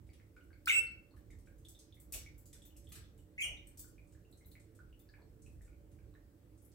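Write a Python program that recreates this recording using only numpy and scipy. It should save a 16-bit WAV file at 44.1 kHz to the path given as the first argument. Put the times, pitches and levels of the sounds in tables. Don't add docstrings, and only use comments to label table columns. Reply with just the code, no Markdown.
import sys
import numpy as np
from scipy import signal
from scipy.io import wavfile
from scipy.ndimage import uniform_filter1d

SR = 44100
rng = np.random.default_rng(int(sys.argv[2]) if len(sys.argv) > 2 else 0)


def attenuation_scalar(level_db):
    decades = np.asarray(level_db, float) / 20
    return 10 ** decades


def unload_audio(sound):
    columns = np.transpose(np.atleast_2d(sound))
    steps = np.round(np.clip(columns, -1, 1) * 32767)
    wavfile.write(sys.argv[1], SR, steps.astype(np.int16))


N = 297234


def evened(x):
    return x / np.sqrt(np.mean(x ** 2) + 1e-20)


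def read(points, hz):
    f, value = np.transpose(points)
    return np.interp(np.log(hz + 1), np.log(f + 1), value)


def smoothed_twice(x, size):
    return uniform_filter1d(uniform_filter1d(x, size=size, axis=-1), size=size, axis=-1)


def add(mix, s, sound, pan_db=0):
    part = mix[:, round(s * SR):][:, :len(sound)]
    part += sound[:part.shape[1]] * attenuation_scalar(np.array([[pan_db / 2], [-pan_db / 2]]))


def resonate(x, hz, width):
    turn = np.exp(2j * np.pi * hz * np.arange(x.shape[-1]) / SR)
    r = np.exp(-np.pi * width / SR)
    return 2 * (turn * signal.lfilter([1 - r], [1, -r], x / turn)).real


# (f/Hz, t60/s)
ROOM_DECAY = [(500, 0.4), (1400, 0.6), (2700, 0.43), (5400, 0.47), (8000, 0.27), (14000, 0.25)]


def room(x, wet_db, gap_s, lead, linger):
    taps = np.zeros((2, SR // 2))
    at = np.arange(0, SR // 2 - 16, 16)
    at = at + rng.integers(0, 16, (2, len(at)))
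    np.put_along_axis(taps, at, rng.choice([-1., 1.], at.shape), 1)
    hz, t, z = signal.stft(taps, SR, nperseg=128)
    decay_db = -60 * t / linger / read(ROOM_DECAY, hz)[:, None]
    tail = signal.istft(z * attenuation_scalar(decay_db), SR, nperseg=128)[1]
    tail *= 1 - np.exp(-(np.arange(tail.shape[1]) / SR / gap_s) ** 2)
    tail *= attenuation_scalar(wet_db) / np.linalg.norm(tail[0])
    tail[0, 0] += 1
    tail[1, round(lead)] += 1
    return signal.oaconvolve(x, tail, axes=1)[:, :N]


# (t/s, length/s, first f/Hz, last f/Hz, level/dB)
NOTES = [(.658, .004, 4540, 5635, -48.5), (0.673, 0.0078, 1446, 1377, -28), (0.678, .013, 2300, 2986, -30),
         (0.694, .007, 3083, 2404, -27), (0.697, .012, 2290, 2130, -22), (.711, .006, 2250, 2966, -28),
         (.721, .022, 2585, 2690, -30), (.744, .019, 2690, 2662, -30), (0.758, .04, 2677, 2676, -27.5),
         (3.38, 0.0118, 1974, 2600, -43.5), (3.389, 0.013, 2602, 2128, -38.5),
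         (3.404, 0.0078, 2087, 2440, -37.5), (3.412, .009, 2460, 2300, -36.5),
         (3.421, 0.01, 3215, 3000, -37), (3.434, .014, 2914, 2838, -36)]
# (multiple of the pitch, level/dB)
OVERTONES = [(2, -17.5), (3, -1), (4, -7), (5, -12.5), (6, -20)]
# (t/s, full overtone level/dB, first rasp level/dB, even overtone level/dB,
# overtone slack at the start/dB)
CALL_VOICE = [
    (.658, -51, -70, 23, 2),
    (.666, -42, -41.5, 1.5, -16),
    (3.378, -60, -75, -2, -10.5),
    (3.402, -45, -58.5, -9.5, -4),
]


def whistles():
    hz, level, over_db, rasp_db, even_db = np.zeros((5, N))
    for s, length, first_hz, last_hz, db in NOTES:
        u = np.linspace(0, 1, round(length * SR))
        start = round(s * SR)
        span = slice(start, start + len(u))
        hz[:start][level[:start] == 0] = first_hz
        hz[start:] = last_hz
        hz[span] = first_hz + (last_hz - first_hz) * (.5 - .5 * np.cos(np.pi * u))
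        level[span] = attenuation_scalar(db)

    tighten_s, rasp_fade_db_per_s = .035, 109.5
    for s, full_db, first_db, pair_db, slack_db in CALL_VOICE:
        age = np.arange(N - round(s * SR)) / SR
        over_db[-len(age):] = full_db + slack_db * np.clip(1 - age / tighten_s, 0, 1)
        even_db[-len(age):] = pair_db
        rasp_db[-len(age):] = first_db - rasp_fade_db_per_s * age
    glide_loss_db_per_khz_s = 0.02
    over_db -= glide_loss_db_per_khz_s * abs(np.gradient(hz)) * SR / 1000

    sounding = level > 0
    over, rasp = attenuation_scalar(over_db) * sounding, attenuation_scalar(rasp_db) * sounding
    level, over, rasp = smoothed_twice(np.array([level, over, rasp]), 70)
    quaver = .005
    tremor = evened(smoothed_twice(rng.standard_normal(N), 120))
    turn = 2 * np.pi * np.cumsum(uniform_filter1d(hz, size=40) * (1 + quaver * tremor)) / SR

    voice = level * np.sin(turn)
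    for k, db in OVERTONES:
        gain = attenuation_scalar(db + even_db * (k % 2 == 0))
        voice += over * gain * np.sin(k * turn) * (k * hz < SR / 2)
    voice += attenuation_scalar(-12.5) * level * np.sin(2 * turn) * np.clip((hz - 2800) / 200, 0, 1)
    high = signal.butter(2, 5000, "high", fs=SR)
    voice += rasp * signal.lfilter(*high, rng.standard_normal(N))

    facing = np.arange(N) < N // 3
    near = room(np.array([voice * facing] * 2), -4.5, gap_s=0.0035, lead=6.45, linger=0.87)
    return near + room(np.array([voice * ~facing] * 2), 1, gap_s=0.0022, lead=7.75, linger=0.92)


# (t/s, peak level/dB, f/Hz, cycles of ring)
POPS = [(.0912, -65.5, 2180, 3), (.1994, -59, 2070, 1.5), (.5053, -66, 1555, 5), (.53, -67, 2200, 5.3),
        (1.1394, -68, 1123, 2.1), (1.168, -68, 1720, 2.7), (1.3034, -66, 2120, 5.7),
        (1.329, -73.5, 1850, 7.1), (1.9694, -72, 2110, 5.8), (2.133, -54, 2520, 6.2),
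        (2.2618, -57, 2210, 6.1), (2.551, -74, 1526, 3.7), (2.761, -67.5, 2745, 3.1),
        (3.45, -60, 1322, 1.9), (3.8437, -69.5, 1443, 4.3), (3.9814, -65, 2357, 7.5),
        (4.15, -71, 1687, 4.4), (4.2494, -77, 2715, 14), (4.4094, -74, 2080, 9.9),
        (4.5171, -58.5, 4100, 3.2), (4.5535, -56, 2120, 2.6), (4.7905, -62, 1450, 4.7),
        (4.9277, -66.5, 2840, 5.6), (5.0893, -72.5, 1660, 6.6), (5.09, -56, 4580, 2.2),
        (5.463, -65, 2579, 5.6), (5.6096, -66, 1810, 2.9), (5.73, -72, 2300, 4.1), (6.139, -75, 1100, 2.9),
        (6.1514, -64, 1750, 2.68)]
# (t/s, peak level/dB, f/Hz, second cavity level/dB)
DOUBLE_POPS = [
    (.3651, -64, 1440, -65),
    (1.4722, -69, 1570, -69),
    (5.1377, -64, 1680, -62),
    (5.677, -78.5, 1414, -69.5),
    (5.9873, -78.5, 1567, -73),
]
# (t/s, peak level/dB, f/Hz)
CLICKS = [(.101, -71.5, 4700), (.409, -72, 2850), (0.53, -71.5, 4440), (0.6688, -47.5, 4260),
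          (.679, -39.5, 3520), (.688, -37, 3650), (.869, -59, 4350), (1.1093, -71, 4260),
          (1.6507, -55.5, 3470), (1.7497, -60, 3590), (1.9245, -60, 3500), (2.5314, -64, 3470),
          (2.6197, -61, 3420), (2.6504, -67, 3500), (2.706, -70, 2970), (2.8712, -60.5, 3345),
          (3.04, -66, 3446), (3.19, -74, 2950), (3.571, -60.5, 3616), (4.3267, -63, 4030),
          (4.4475, -70, 3930), (5.0, -73.5, 3510), (5.22, -72.5, 4300), (6.14, -75, 3890)]
# (t/s, peak level/dB, f/Hz)
RINGS = [
    (1.999, -73.5, 8230),
    (3.672, -63, 8300),
]
# (t/s, left-right level/dB)
HEAD = [
    (0, 0),
    (1.5, 0.5),
    (2.2, -4),
    (3.9, -0.5),
    (4.3, -2),
    (5.5, 0.6),
    (6.2, -5),
]


def pops():
    out = np.zeros((2, 2, N))
    t = np.arange(0, .03, 1 / SR)
    rows = list(POPS)
    rows += [(*row, 5.3) for row in CLICKS]
    rows += [(*row, 38) for row in RINGS]
    for s, db, hz, second_db in DOUBLE_POPS:
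        rows += [(s, db, hz, 6.6), (s + .002, second_db, 2300, 4.1)]
    for k, (s, db, hz, cycles) in enumerate(rows):
        rising = np.sin(2 * np.pi * hz * t * (1 + 1.9 * t))
        ring = rising * np.exp(-t * hz / cycles) * (1 - np.exp(-t / 0.00048))
        add(out[k % 2], s, attenuation_scalar(db + 8.5) * ring, np.interp(s, *np.transpose(HEAD)))
    return sum(room(part, 3, gap_s=.003, lead=1, linger=.65) for part in out)


# (t/s, peak level/dB, loudest f/Hz, low part level/dB)
STEPS = [(0.067, -74, 8210, 2), (0.132, -66, 7810, 6.5), (.362, -79.5, 7630, 10), (0.432, -72, 10000, -9),
         (1.164, -67.5, 10500, -1.5), (1.3044, -64, 7800, -1.5), (1.459, -68, 7700, -1),
         (2.1222, -35, 8850, -19), (2.1375, -35.5, 8200, -7.5), (2.5284, -50.5, 7460, -6.5),
         (2.6194, -61.5, 7670, -15), (2.6518, -51.5, 14300, -15.5), (2.7646, -53.5, 8700, -15),
         (2.841, -63, 7300, -9), (2.8888, -58.5, 13300, -7), (2.9194, -47.5, 8450, -1),
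         (2.9527, -51, 8700, 1.5), (3.1767, -64, 8920, -8.5), (3.6686, -57.5, 9450, -13),
         (4.0713, -71, 7420, -12), (4.1218, -66, 7070, -4.5), (4.312, -64.5, 9830, -14.5),
         (4.512, -58, 11200, -15.5), (4.5976, -64.5, 7850, -1.5), (4.7491, -63, 8390, -7.5),
         (4.9917, -57.5, 13960, -16), (5.4605, -63, 7570, -6.5), (5.6157, -63.5, 8400, -9.5),
         (5.9141, -70.5, 8040, -1)]
# (t/s, peak level/dB, loudest f/Hz, breadth as a share of the pitch)
TICKS = [(.2892, -83, 14400, 0.63), (1.0204, -78, 12370, .52), (1.3865, -64, 7790, .81),
         (1.5815, -67.5, 7800, 0.57), (1.6475, -61, 7250, .93), (1.684, -49.5, 9090, .99),
         (1.789, -51.5, 6040, 0.96), (1.943, -62, 13100, .75), (1.9993, -53, 11800, 0.54),
         (2.379, -53.5, 13170, 0.53), (2.456, -53.5, 8400, 0.93), (3.7727, -48, 8080, 1),
         (3.7923, -40.5, 11160, 1), (3.8774, -60.5, 8800, .42), (4.3724, -62, 7500, 0.51),
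         (4.4583, -54.5, 13000, 0.24), (5.4195, -60, 6750, 0.56), (5.522, -70, 8210, .7),
         (5.6476, -65.5, 7980, 0.32), (6.576, -65, 7160, 0.31), (6.6179, -63.5, 10800, 0.31),
         (6.6473, -58, 10560, 0.37), (6.7161, -65, 5500, 0.64)]
# (f/Hz, width/Hz, level/dB)
TUBES = [(6230, 330, -46), (8300, 870, 12), (10500, 440, 6), (12200, 4600, -1.5)]


def claws():
    out = np.zeros((2, 2, N))
    t = np.arange(0, .04, 1 / SR)
    stroke = 0.82 * np.exp(-t / 0.0035) * (1 - np.exp(-t / 0.0023))
    low = signal.butter(1, [1600, 4600], "band", fs=SR)
    rows = [(s, db, hz, low_db, 0.55 + .012 * (db + 59)) for s, db, hz, low_db in STEPS]
    rows += [(s, db, hz, -26, breadth) for s, db, hz, breadth in TICKS]
    for k, (s, db, hz, low_db, breadth) in enumerate(rows):
        grit = rng.standard_normal((2, len(t))) * stroke
        edges_hz = hz / (1 + breadth / 2), min(hz * (1 + breadth), .45 * SR)
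        band = signal.butter(2, edges_hz, "band", fs=SR)
        burst = signal.lfilter(*band, grit[0]) / np.sqrt(breadth)
        ring = sum(attenuation_scalar(d) * resonate(grit[0], f, w) for f, w, d in TUBES)
        thud = signal.lfilter(*low, grit[1])
        sound = burst + attenuation_scalar(-17.5) * ring + attenuation_scalar(low_db + 4) * thud
        pan_db = 0.7 + 4.5 * np.log2(hz / 8000)
        add(out[k % 2], s, attenuation_scalar(db + 3.5) * sound, pan_db)
    return sum(room(part, 7.15, gap_s=0.0025, lead=1, linger=0.92) for part in out)


# (t/s, level/dB, f/Hz, length/s)
JERKS = [
    (.71, -62.5, 460, .045),
    (3.44, -66, 575, 0.04),
    (2.14, -61, 480, 0.016),
    (5.17, -75, 800, 0.028),
    (1.1, -63, 273, 0.014),
]


def jerks():
    out = np.zeros((2, N))
    t = np.arange(0, .25, 1 / SR)
    for s, db, hz, length in JERKS:
        puff = rng.standard_normal(len(t))
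        for _ in range(2):
            puff = resonate(puff, hz, 0.6 * hz)
        swell = t / length * np.exp(1 - t / length)
        add(out, s, attenuation_scalar(db) * evened(puff) * swell, -3)
    return out


# (f/Hz, level/dB per Hz)
HUM = [(24, -29), (40, 1.5), (76, -2), (123, -10), (317, -21), (377, -25.5), (438, -19.5), (472, -30),
       (577, -27.5), (973, -36.5), (1640, -38), (2920, -43.5), (3840, -45.5), (9890, -47.5), (15500, -43.5)]
# (t/s, level/dB)
SWELL = [(0.0, -54.5), (0.3, -64.5), (0.84, -56.5), (1.05, -68), (1.22, -55), (1.93, -65.5), (2.12, -51),
         (2.53, -63), (2.91, -56.5), (3.36, -61), (3.47, -51), (3.58, -58.5), (4.77, -63), (4.86, -53),
         (4.97, -70.5), (5.44, -53.5), (6.03, -57.5), (6.45, -68)]
# (f/Hz, width/Hz, level/dB)
DRONES = [(59.06, 27, -71.5), (104.2, 12, -70), (307.5, 69, -70.5), (442, 7.5, -80.5), (499, 18, -83),
          (570.5, 17, -82.5)]
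# (f/Hz, correlation)
SAME = [(60, 0.86), (180, 1), (550, -0.013), (1650, -0.046), (4970, 0.0097), (15000, -0.11)]
# (f/Hz, left-right level/dB)
TILT = [(60, -3.5), (180, -7), (550, -4.5), (1650, 1), (4970, -1), (15000, 4.5)]


def hum():
    frames, hz = N // 512 + 5, np.fft.rfftfreq(2048, 1 / SR)
    a, b, c, d, patches = rng.standard_normal((frames, 1025, 5)).T
    patches = evened(uniform_filter1d(uniform_filter1d(patches, 20, 0), 8, 1))
    s, swell_db = np.transpose(SWELL)
    swell_db = np.interp(np.arange(frames) * 512 / SR, s, swell_db - swell_db.mean())
    bass_swell_db = swell_db / (1 + (hz[:, None] / 150) ** 2)

    same = np.clip(read(SAME, hz), -1, 1)[:, None]
    left = a + 1j * b
    right = same * left + np.sqrt(1 - same ** 2) * (c + 1j * d)
    tilt_db = read(TILT, hz)[:, None] / 2
    z = np.array([left, right]) * attenuation_scalar(read(HUM, hz)[:, None] + 1.2 * patches + bass_swell_db)
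    z *= attenuation_scalar(np.array([tilt_db, -tilt_db]))
    air = signal.istft(z, nperseg=2048, noverlap=1536)[1][:, :N]

    noise = rng.standard_normal(N)
    drones = sum(attenuation_scalar(db) * evened(resonate(resonate(noise, f, w), f, w)) for f, w, db in DRONES)
    both = attenuation_scalar(-58.5) * evened(air) + drones * attenuation_scalar(np.array([[-2.5], [2.5]]))
    return np.array([np.roll(both[0], 10), both[1]])


def scene():
    return whistles() + pops() + claws() + jerks() + hum()


def low_pass(x):
    return signal.sosfilt(signal.butter(12, 16480, fs=SR, output="sos"), x)


# (f/Hz, width/Hz, level/dB)
PORT = (8040, 745, -2.3)


def record(dry):
    bass_cut = signal.sosfilt(signal.butter(14, 38, "high", fs=SR, output="sos"), dry)
    port_hz, port_width, port_db = PORT
    heard = bass_cut + attenuation_scalar(port_db) * resonate(bass_cut, port_hz, port_width)
    edge = signal.firwin(401, 15900, window=("kaiser", 9), fs=SR)
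    mix = signal.oaconvolve(heard, edge[None], "same")
    return low_pass(mix)


dry = scene()
out = record(dry)
unload_audio(out)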